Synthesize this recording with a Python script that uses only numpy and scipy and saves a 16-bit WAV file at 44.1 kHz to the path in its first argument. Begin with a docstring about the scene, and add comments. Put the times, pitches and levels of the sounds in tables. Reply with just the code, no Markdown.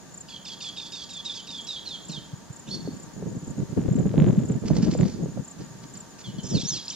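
"""Bird and wind on open grassland

A small bird chatters in raspy falling chirps, gives one rising call, later a few down-slurs.
Insect wings tick near 7 kHz in short phrases; dry stems catch and slip in the grass.
Low gusts bump and rumble on the microphone and a hand knocks the hollow camera body,
over distant air and a faint steady hum."""
import sys
import numpy as np
from scipy import signal
from scipy.fft import rfft, irfft, next_fast_len
from scipy.io import wavfile
from scipy.ndimage import uniform_filter1d, map_coordinates

SR = 44100
rng = np.random.default_rng(int(sys.argv[2]) if len(sys.argv) > 2 else 0)


def generate_wav(sig):
    """Save sig (samples, or channels by samples) to the path in sys.argv[1] as 16-bit PCM at SR."""
    pcm = np.round(np.clip(np.atleast_2d(sig).T, -1, 1) * 32767).astype(np.int16)
    wavfile.write(sys.argv[1], SR, pcm)


N = 306495
TIME = np.arange(N) / SR

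# raspy chirps: t/s, length/s, first f/Hz, last f/Hz, open whistle/dB, close whistle/dB, rasp/dB, flick/dB
CHIRPS = [ (0.281, 0.1, 3530, 3180, -46, -38, -47.5, -48.5),
          (0.447, 0.1, 3780, 3226, -42, -39.5, -41.5, -43.5),
          (0.602, 0.1, 3730, 3304, -40, -35.5, -42, -42.5),
          (0.761, 0.13, 3780, 3380, -38, -41.5, -43, -43.5),
          (0.917, 0.13, 3830, 3300, -40, -42, -39.5, -47.5),
          (1.089, 0.12, 3960, 3356, -45.5, -37, -43, -49), (1.243, 0.099, 3850, 3420, -37, -35, -43, -47),
          (1.336, 0.069, 3990, 3075, -46, -39.5, -39.5, -49),
          (1.467, .147, 3945, 3310, -42.5, -36, -44.5, -46),
          (1.666, 0.13, 4110, 3270, -37, -38, -43, -48.5), (1.85, .115, 4500, 3170, -37, -37, -48, -50),
          (2.09, 0.1, 4636, 3090, -37, -38.5, -44, -47)]


def bird():
    """Chatter and a rising call, then down-slurs and a twitter, all from the right."""
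    # rising call: t/s, f/Hz, whistle/dB, rasp/dB
    rising = [(2.668, 2150, -78, -50), (2.686, 2650, -49, -42), (2.706, 3500, -57, -40),
              (2.713, 4300, -34, -43), (2.732, 4540, -38, -46), (2.753, 4370, -35, -45),
              (2.767, 4000, -52, -52)]
    # down-slurs: t/s, length/s, first f/Hz, last f/Hz, open whistle/dB, close whistle/dB, rasp/dB
    down_slurs = [(6.237, 0.068, 3500, 2910, -44, -51, -55), (6.377, 0.0273, 3350, 3060, -47, -45, -54),
                  (6.428, .048, 5530, 5020, -52, -46, -44), (6.481, .107, 6500, 3470, -41.5, -33.5, -44),
                  (6.589, 0.036, 4160, 3190, -40, -36, -39.5), (6.632, 0.039, 5450, 5640, -42, -32, -48),
                  (6.667, 0.028, 6400, 6380, -30, -27, -45), (6.689, 0.089, 6530, 3716, -31.5, -33, -40),
                  (6.771, 0.0297, 3660, 3190, -37, -41, -56), (6.922, 0.032, 4000, 3550, -45, -40, -49)]
    chirp_notes = [falling(*row[:-1], bend=1.35, swell_s=.014, rasp_fade_db=6, falter_db=5)
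                   for row in CHIRPS]
    slur_notes = [falling(*row, bend=1.05, swell_s=.0075, rasp_fade_db=-2.5, falter_db=1.5)
                  for row in down_slurs]
    chatter = syrinx(chirp_notes, whistle_db=-1.5, rasp_db=1.7, hiss_db=-6.5,
                     buzz_ratio=.28, buzz_db=-20, waver=.021, flutter_db=3.5)
    call = syrinx([rising], whistle_db=0, rasp_db=-3, hiss_db=-10,
                  buzz_ratio=.21, buzz_db=-12, waver=.01, flutter_db=1.5)
    slurs = syrinx(slur_notes, whistle_db=0, rasp_db=0, hiss_db=-4,
                   buzz_ratio=.33, buzz_db=-12, waver=.019, flutter_db=2.8)
    early = placed(chatter + flicks() + call, pan_db=-3.6, lead_us=-33, wet_db=-11)
    late = placed(slurs + twitter(), pan_db=-2.3, lead_us=-42, wet_db=-9)
    return early + late


def syrinx(notes, whistle_db, rasp_db, hiss_db, buzz_ratio, buzz_db, waver, flutter_db):
    """Unsteady whistle; a second membrane buzzes below it and breaks into tiny downward sweeps."""
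    # rasp hiss spectrum: f/Hz, density/dB
    hiss_spectrum = [(1900, -21.5), (2500, -19.5), (3300, -10), (4500, -17.5), (5500, -2.5), (6700, -3.5),
                     (7800, -11.5), (10000, -48), (14000, -54)]
    out = np.zeros(N)
    drift, jitter, chaos = 1 + waver * wobble(600), wobble(900), wobble(1300)
    sweep = np.cumsum(110 * np.exp(.45 * wobble(90))) / SR % 1  # 0 to 1 per sweep
    flutter = amp(whistle_db + flutter_db * wobble(140))
    bursts = amp(1.57 * wobble(400) + 2.3 * wobble(65))
    hiss = amp(hiss_db) * noise(hiss_spectrum)
    for rows in notes:
        i, gate, (hz, tone_db, harsh_db) = note(rows, edge_s=.005)
        carrier = phase(hz * drift[i])
        buzz = phase(buzz_ratio * hz * (1 + .092 * jitter[i]))
        # the throat damps the highest and lowest side tones
        upper, lower = 1 / (1 + (hz / 5200) ** 12), 1 / (1 + (3500 / hz) ** 10)
        sidebands = lower * np.sin(carrier - buzz) + upper * np.sin(carrier + buzz)
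        octave = amp(-22.5) * upper * np.sin(2 * carrier)
        whistle = np.sqrt(2) * (np.sin(carrier) + amp(buzz_db) * sidebands + octave)
        rasp_hz = np.minimum(1.34 * hz, 5900) * (1 + .22 * (.5 - sweep[i]) + .053 * chaos[i])
        rasp = amp(rasp_db) * np.sin(np.pi * sweep[i]) ** .5 * np.sin(phase(rasp_hz))
        out[i] += gate * amp(tone_db) * flutter[i] * whistle
        out[i] += gate * amp(harsh_db) * bursts[i] * (rasp + hiss[i])
    return out


def falling(s, length_s, first_hz, last_hz, open_db, close_db, rasp_db,
            bend, swell_s, rasp_fade_db, falter_db):
    """Down-slide that swells, falters midway and lets go. Rows: t/s, f/Hz, whistle/dB, rasp/dB."""
    swell_db, rasp_swell_s, release_db, release_s = 26, .005, 3, .02
    u = progress(length_s)
    t = u * length_s
    hz = last_hz + (first_hz - last_hz) * (1 - u) ** bend
    onset_db = swell_db * np.maximum(1 - t / swell_s, 0)
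    ending_db = release_db * np.maximum(1 - (length_s - t) / release_s, 0)
    dip_db = falter_db * np.exp(-((t - .43 * length_s) / .0099) ** 2)
    held_db = open_db + (close_db - open_db) * np.sin(np.pi * u / 2) ** 2
    harsh_db = rasp_db - rasp_fade_db * u - swell_db * np.maximum(1 - t / rasp_swell_s, 0)
    return np.column_stack([s + t, hz, held_db - onset_db - ending_db - dip_db, harsh_db])


def flicks():
    """Two fast pitch drops open each chirp, with a strong rough upper tone."""
    gap_s = .032
    out = np.zeros(N)
    starts = [(s + delay_s, db) for s, *_, db in CHIRPS for delay_s in (0, gap_s)]
    for (s, db), (pitch, span) in zip(starts, rng.standard_normal((len(starts), 2))):
        length_s = .01746 * np.exp(.059 * span)
        lower = glide(3350 * (1 + .03 * pitch), 2230, length_s)
        upper = glide(5300 * (1 + .04 * pitch), 4030, length_s)
        add(out, s, amp(db) * (lower + 1.3 * upper))
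    return out * amp(2.5 * wobble(700))


def twitter():
    """A thin whistle whips up and down."""
    # whistle contour: t/s, f/Hz, level/dB
    contour = [(6.873, 2460, -47), (6.878, 3650, -53), (6.8825, 5190, -21), (6.887, 3480, -55),
               (6.892, 2580, -43), (6.898, 4400, -42), (6.902, 6800, -24.5), (6.909, 3140, -35),
               (6.919, 3220, -42), (6.927, 2300, -47)]
    out = np.zeros(N)
    i, gate, (hz, db) = note(contour, edge_s=.00214)
    carrier = phase(uniform_filter1d(hz, size=130) * (1 + .086 * wobble(900)[i]))
    octave = np.sin(2 * carrier) / (1 + (hz / 3700) ** 20)
    out[i] = gate * amp(db) * (np.sin(carrier) + octave)
    return out


def wind():
    """Eddies hit each microphone port in lumps; the hardest are single bumps, softly clipped."""
    # buffeting spectrum: f/Hz, density/dB
    buffet = [(20, -52), (35, -33), (55, -11), (85, -17), (120, -0.5), (190, -0.5), (270, -7.5),
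              (400, -13.5), (600, -24), (850, -36.5), (2000, -50), (4400, -82)]
    # air bumps: t/s, level/dB, nominal f/Hz
    bumps = [(2.091, -25.5, 176), (2.332, -21.5, 144), (2.5, -24.5, 140), (2.88, -19.5, 264),
             (3.785, -16, 223), (3.909, -6, 161), (3.953, -8, 238), (4.055, -10.5, 183.5), (4.213, -3, 181),
             (4.377, -2.5, 182), (4.828, -5, 196), (4.887, -7.5, 188), (5.234, -16, 183), (6.283, -24, 176),
             (6.545, -8, 177.5)]
    strength = gusts()
    eddies = amp(2.6 * wobble(55) + 4.43 * np.array([wobble(90), wobble(90)]))
    out = amp(-.5) * strength * unit(eddies * wide(lambda hz: amp(along(buffet, hz))))
    u = progress(.023)
    ports = np.array([[1], [-1]])  # pushed out of step
    for (s, db, hz), (offset, lean_db) in zip(bumps, rng.standard_normal((len(bumps), 2))):
        swing = phase(hz * (1.1 - .23 * u)) + np.pi * offset + .5 * ports
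        bump = np.sin(np.pi * u) ** 2 * np.sin(swing)
        add(out, s - .004, amp(db - 4 + lean_db * ports) * bump)
    ceiling = .6
    return ceiling * np.tanh(out / ceiling) + gust_ticks(strength)


def gusts():
    """Wind strength: each gust rises, holds and dies away; powers add."""
    # gusts: t/s, hold/s, level/dB
    events = [(2.095, 0.1, -41), (2.68, 0.25, -34.5), (2.949, 0.12, -42.5), (3.163, 0.37, -33.5),
              (3.248, 0.069, -32.5), (3.576, 0.044, -25), (3.707, 0.013, -27), (3.777, 0.25, -22.5),
              (4.06, 0.38, -22), (4.176, 0.11, -17), (4.486, 0.078, -23.5), (4.629, 0.13, -25.5),
              (4.717, 0.203, -21), (4.914, 0.49, -30), (4.984, 0.071, -17.5), (5.59, 0.025, -37.5),
              (5.62, 0.346, -44), (6.272, 0.39, -36.5), (6.521, 0.056, -26), (6.724, 0.048, -36.5)]
    attack_s, release_s = .014, .022
    power = np.zeros(N)
    for s, hold_s, db in events:
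        before = np.maximum(s - TIME, 0) / attack_s
        after = np.maximum(TIME - s - hold_s, 0) / release_s
        power += (amp(db) / np.exp(np.minimum(before + after, 20))) ** 2
    return np.sqrt(power)


def gust_ticks(strength):
    """Thin dull ticks on a fast even beat, standing out in the strongest gusts."""
    # loudest ticks: t/s, level/dB
    loudest_ticks = [(4.1795, -26.5), (4.201, -30), (4.9367, -32.5), (5.011, -28.5), (5.0323, -32.5)]
    start_s, rate_hz, offbeat_db, scatter_db, growth_db_per_db = .0088, 93.75, -7, 1.5, 1.44
    out = np.zeros(N)
    beat = np.arange(start_s * SR, N, SR / rate_hz).astype(int)
    offbeat = np.arange(len(beat)) % 2 == 0
    size, sign = rng.standard_normal((2, len(beat)))
    push = (strength[beat] / strength.max()) ** growth_db_per_db
    out[beat] = push * np.sign(sign) * amp(-7.5 + offbeat_db * offbeat + scatter_db * size)
    for s, db in loudest_ticks:
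        add(out, s, amp([db + 24.5]))  # offsets the peak lost in the low-pass
    dulled = filtered(out, lambda hz: 1 / (1 + 1j * hz / 1700) / (1 + (hz / 4200) ** 24))
    return dulled * amp([[-1], [1]])


def insects():
    """Each wing stroke is a short falling tone; phrases swell over five. Others answer softly."""
    # phrases: last stroke t/s, level/dB
    phrases = [(0.206, -36.5), (0.6848, -41), (1.167, -39), (1.643, -42), (2.1148, -39), (2.593, -41),
               (3.029, -42.5), (3.3864, -48), (3.505, -42), (3.989, -39.5), (4.391, -48), (4.516, -39),
               (5.005, -38.5), (5.51, -39.5), (6.002, -37.5), (6.498, -40), (6.918, -38.5)]
    # chorus spectrum: f/Hz, density/dB
    chorus_spectrum = [(5500, -48), (6400, 0.5), (6900, -5), (7400, -30), (7800, -18), (9000, -68)]
    stroke_gap_s, answer_gap_s = .0325, .1
    near, far = np.zeros(N), np.zeros(N)
    for s, db in phrases:
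        for k, stroke_db in enumerate([2, 1.5, -.5, -13, -19.5]):  # last stroke first
            pitch, size = rng.standard_normal(2)
            stroke = glide((7750 - 70 * k) * (1 + .004 * pitch), 6720, .0162)
            add(near, s - .002 - stroke_gap_s * k, amp(db + stroke_db + .35 * size) * stroke)
    for k, (late, pitch, size) in enumerate(rng.standard_normal((70, 3))):
        hz = 6950 + 130 * pitch
        stroke = amp(-47.5 + 1.5 * size) * glide(hz + 170, hz - 170, .012)
        for delay_s in (0, .015):
            add(far, answer_gap_s * k + .025 * late + delay_s, stroke)
    chorus = amp(-61.5 + 2.3 * wobble(35)) * wide(lambda hz: amp(along(chorus_spectrum, hz)))
    return (placed(near, pan_db=1, lead_us=30.8, wet_db=-27)
            + placed(far, pan_db=2.5, lead_us=18, wet_db=-14) + chorus)


def handling():
    """Hand knocks briefly ring the camera's hollow shell, stronger on the left."""
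    # knocks: t/s, level/dB, f/Hz
    knocks = [(2.875, -24, 401), (3.225, -24.5, 414), (4.056, -26, 460), (4.141, -20.5, 447),
              (4.357, -32, 570), (4.638, -27.5, 453), (4.703, -21, 616), (4.766, -23, 467),
              (4.869, -27.5, 620), (4.951, -20, 488), (5.259, -25, 415), (5.374, -29, 536)]
    attack_s, t60_s = .00082, .037
    out, t = np.zeros((2, N)), np.arange(SR // 8) / SR
    envelope = amp(3.5 - 60 * t / t60_s) * (1 - np.exp(-t / attack_s))
    for (s, db, hz), (offset, lag) in zip(knocks, rng.uniform(0, np.pi, (len(knocks), 2))):
        swing = 2 * np.pi * hz * t + offset + lag * np.array([[0], [.5]])
        ring = np.sin(swing) + .3 * np.sin(1.2 * swing) + .5 * np.sin(.76 * swing)
        add(out, s, amp(db) * envelope * ring)
    return out * amp([[2], [-2]])


def rustle():
    """Dry stems catch and slip in short grainy scrapes."""
    # scrapes: t/s, length/s, level/dB
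    scrapes = [(4.649, 0.056, -42), (4.746, 0.048, -41), (4.81, 0.069, -39.5), (4.897, 0.054, -41),
               (4.958, 0.22, -48.5), (5.58, 0.064, -51), (5.822, .027, -49.5), (5.949, 0.029, -47.5),
               (6.179, 0.048, -44.5)]
    # stem friction spectrum: f/Hz, density/dB
    stem_spectrum = [(1500, -9.5), (2300, -9.5), (3300, -10.5), (4600, -2), (6500, -4.5), (7600, -11.5),
                     (9000, -27), (14000, -53)]
    catch_hz, catch_db = 46, 5
    envelope = np.zeros(N)
    for s, length_s, db in scrapes:
        add(envelope, s, amp(db) * np.sin(np.pi * progress(length_s)))
    catches = amp(catch_db * np.sin(phase(catch_hz * np.exp(.15 * wobble(30)))))
    grains = unit(catches * noise(stem_spectrum) * amp(2.8 * wobble(700)))
    return placed(envelope * grains, pan_db=-2.5, lead_us=-52, wet_db=-10.5)


def background():
    """Distant air with a few faint humming bands."""
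    # air spectrum: f/Hz, density/dB
    air_spectrum = [(15, -47), (25, -16.5), (136, -6), (274, -3), (305, -4.5), (340, -8), (804, -13.5),
                    (919, -13.5), (1020, -16.5), (1900, -20), (2170, -24.5), (6380, -20.5), (6920, -17),
                    (7910, -27), (15500, -39.5)]
    # hum bands: f/Hz, width/Hz, level/dB
    hum_bands = [(177, 76, -53.5), (920, 43, -62), (1170, 41, -66), (1592, 130, -66.5), (1788, 63, -69.5)]
    air = amp(-49 + .5 * wobble(3)) * wide(lambda hz: amp(along(air_spectrum, hz)))
    hum = sum(amp(db) * wide(lambda hz: 1 / (1 + (2 * (hz - centre_hz) / width_hz) ** 2))
              for centre_hz, width_hz, db in hum_bands)
    return air + hum


def placed(x, pan_db, lead_us, wet_db):
    """Off-centre source scattered by grass and bushes; positive = left louder and earlier."""
    # scatter decay: f/Hz, t60/s
    decay = [(1000, 0.49), (3400, 0.68), (5000, 0.63), (9000, 0.043)]
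    hz, t, bins = signal.stft(rng.standard_normal((3, SR // 2)), SR, nperseg=256)
    tails = signal.istft(bins * amp(-60 * t / along(decay, hz)[:, None]), SR, nperseg=256)[1]
    tails = tails[2] + .079 * tails[:2]  # mostly from the source's direction
    echo = signal.fftconvolve(x[None], tails / np.linalg.norm(tails[0]), axes=1)[:, :N]
    sides = np.array([[.5], [-.5]])
    return filtered(x + amp(wet_db) * echo,
                    lambda hz: amp(sides * pan_db) * np.exp(2j * np.pi * hz * sides * lead_us / 1e6))


def wide(gain):
    """Stereo noise of rms 1, partly alike on the two sides."""
    # left-right likeness: f/Hz, correlation
    likeness = [(60, 0.14), (200, 0.29), (500, 0.21), (1000, 0.67), (3000, 0.091), (7000, 0.047),
                (12000, 0.077)]

    def mid_side(hz):
        angle = np.arccos(along(likeness, hz)) / 2
        return gain(hz) * np.array([np.cos(angle), np.sin(angle)])

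    mid, side = filtered(rng.standard_normal((2, N)), mid_side)
    return unit(np.array([mid + side, mid - side]))


def noise(spectrum):
    """Coloured noise of rms 1."""
    return unit(filtered(rng.standard_normal(N), lambda hz: amp(along(spectrum, hz))))


def note(rows, edge_s):
    """Sample indices, soft gate and control curves of one note."""
    s, *columns = np.transpose(rows)
    i = np.flatnonzero((TIME > s.min() - edge_s) & (TIME < s.max() + edge_s))
    gate = np.clip(np.minimum(TIME[i] - s.min(), s.max() - TIME[i]) / edge_s + 1, 0, 1)
    return i, gate, [np.interp(TIME[i], s, column) for column in columns]


def glide(from_hz, to_hz, length_s):
    """Sliding tone that swells and fades."""
    u = progress(length_s)
    return np.sin(np.pi * u) * np.sin(phase(from_hz + (to_hz - from_hz) * u))


def wobble(rate_hz):
    """Smooth random curve with knots at rate_hz."""
    return map_coordinates(rng.standard_normal(int(N * rate_hz / SR) + 4), [TIME * rate_hz])


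def filtered(x, response):
    """Apply a frequency response."""
    size = next_fast_len(N + 8192)
    return irfft(rfft(x, size) * response(np.fft.rfftfreq(size, 1 / SR)), size)[..., :N]


def along(points, hz):
    """Interpolate (f/Hz, value) points on a log axis."""
    point_hz, values = np.transpose(points)
    return np.interp(np.log(hz + 1), np.log(point_hz + 1), values)


def add(track, s, sound):
    """Mix a sound in at time s."""
    start = int(np.clip(round(s * SR), 0, N))
    track[..., start:start + sound.shape[-1]] += sound[..., :N - start]


def progress(length_s):
    return np.linspace(0, 1, max(int(length_s * SR), 8))


def phase(hz):
    return 2 * np.pi * np.cumsum(hz) / SR


def amp(db):
    return 10 ** (np.asarray(db) / 20)


def unit(x):
    return x / np.sqrt(np.mean(x ** 2) + 1e-20)


def scene():
    return bird() + insects() + rustle() + wind() + handling() + background()


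def record(dry):
    """Brick-wall low-pass."""
    return filtered(dry, lambda hz: hz < 15650)


dry = scene()
out = record(dry)
generate_wav(out)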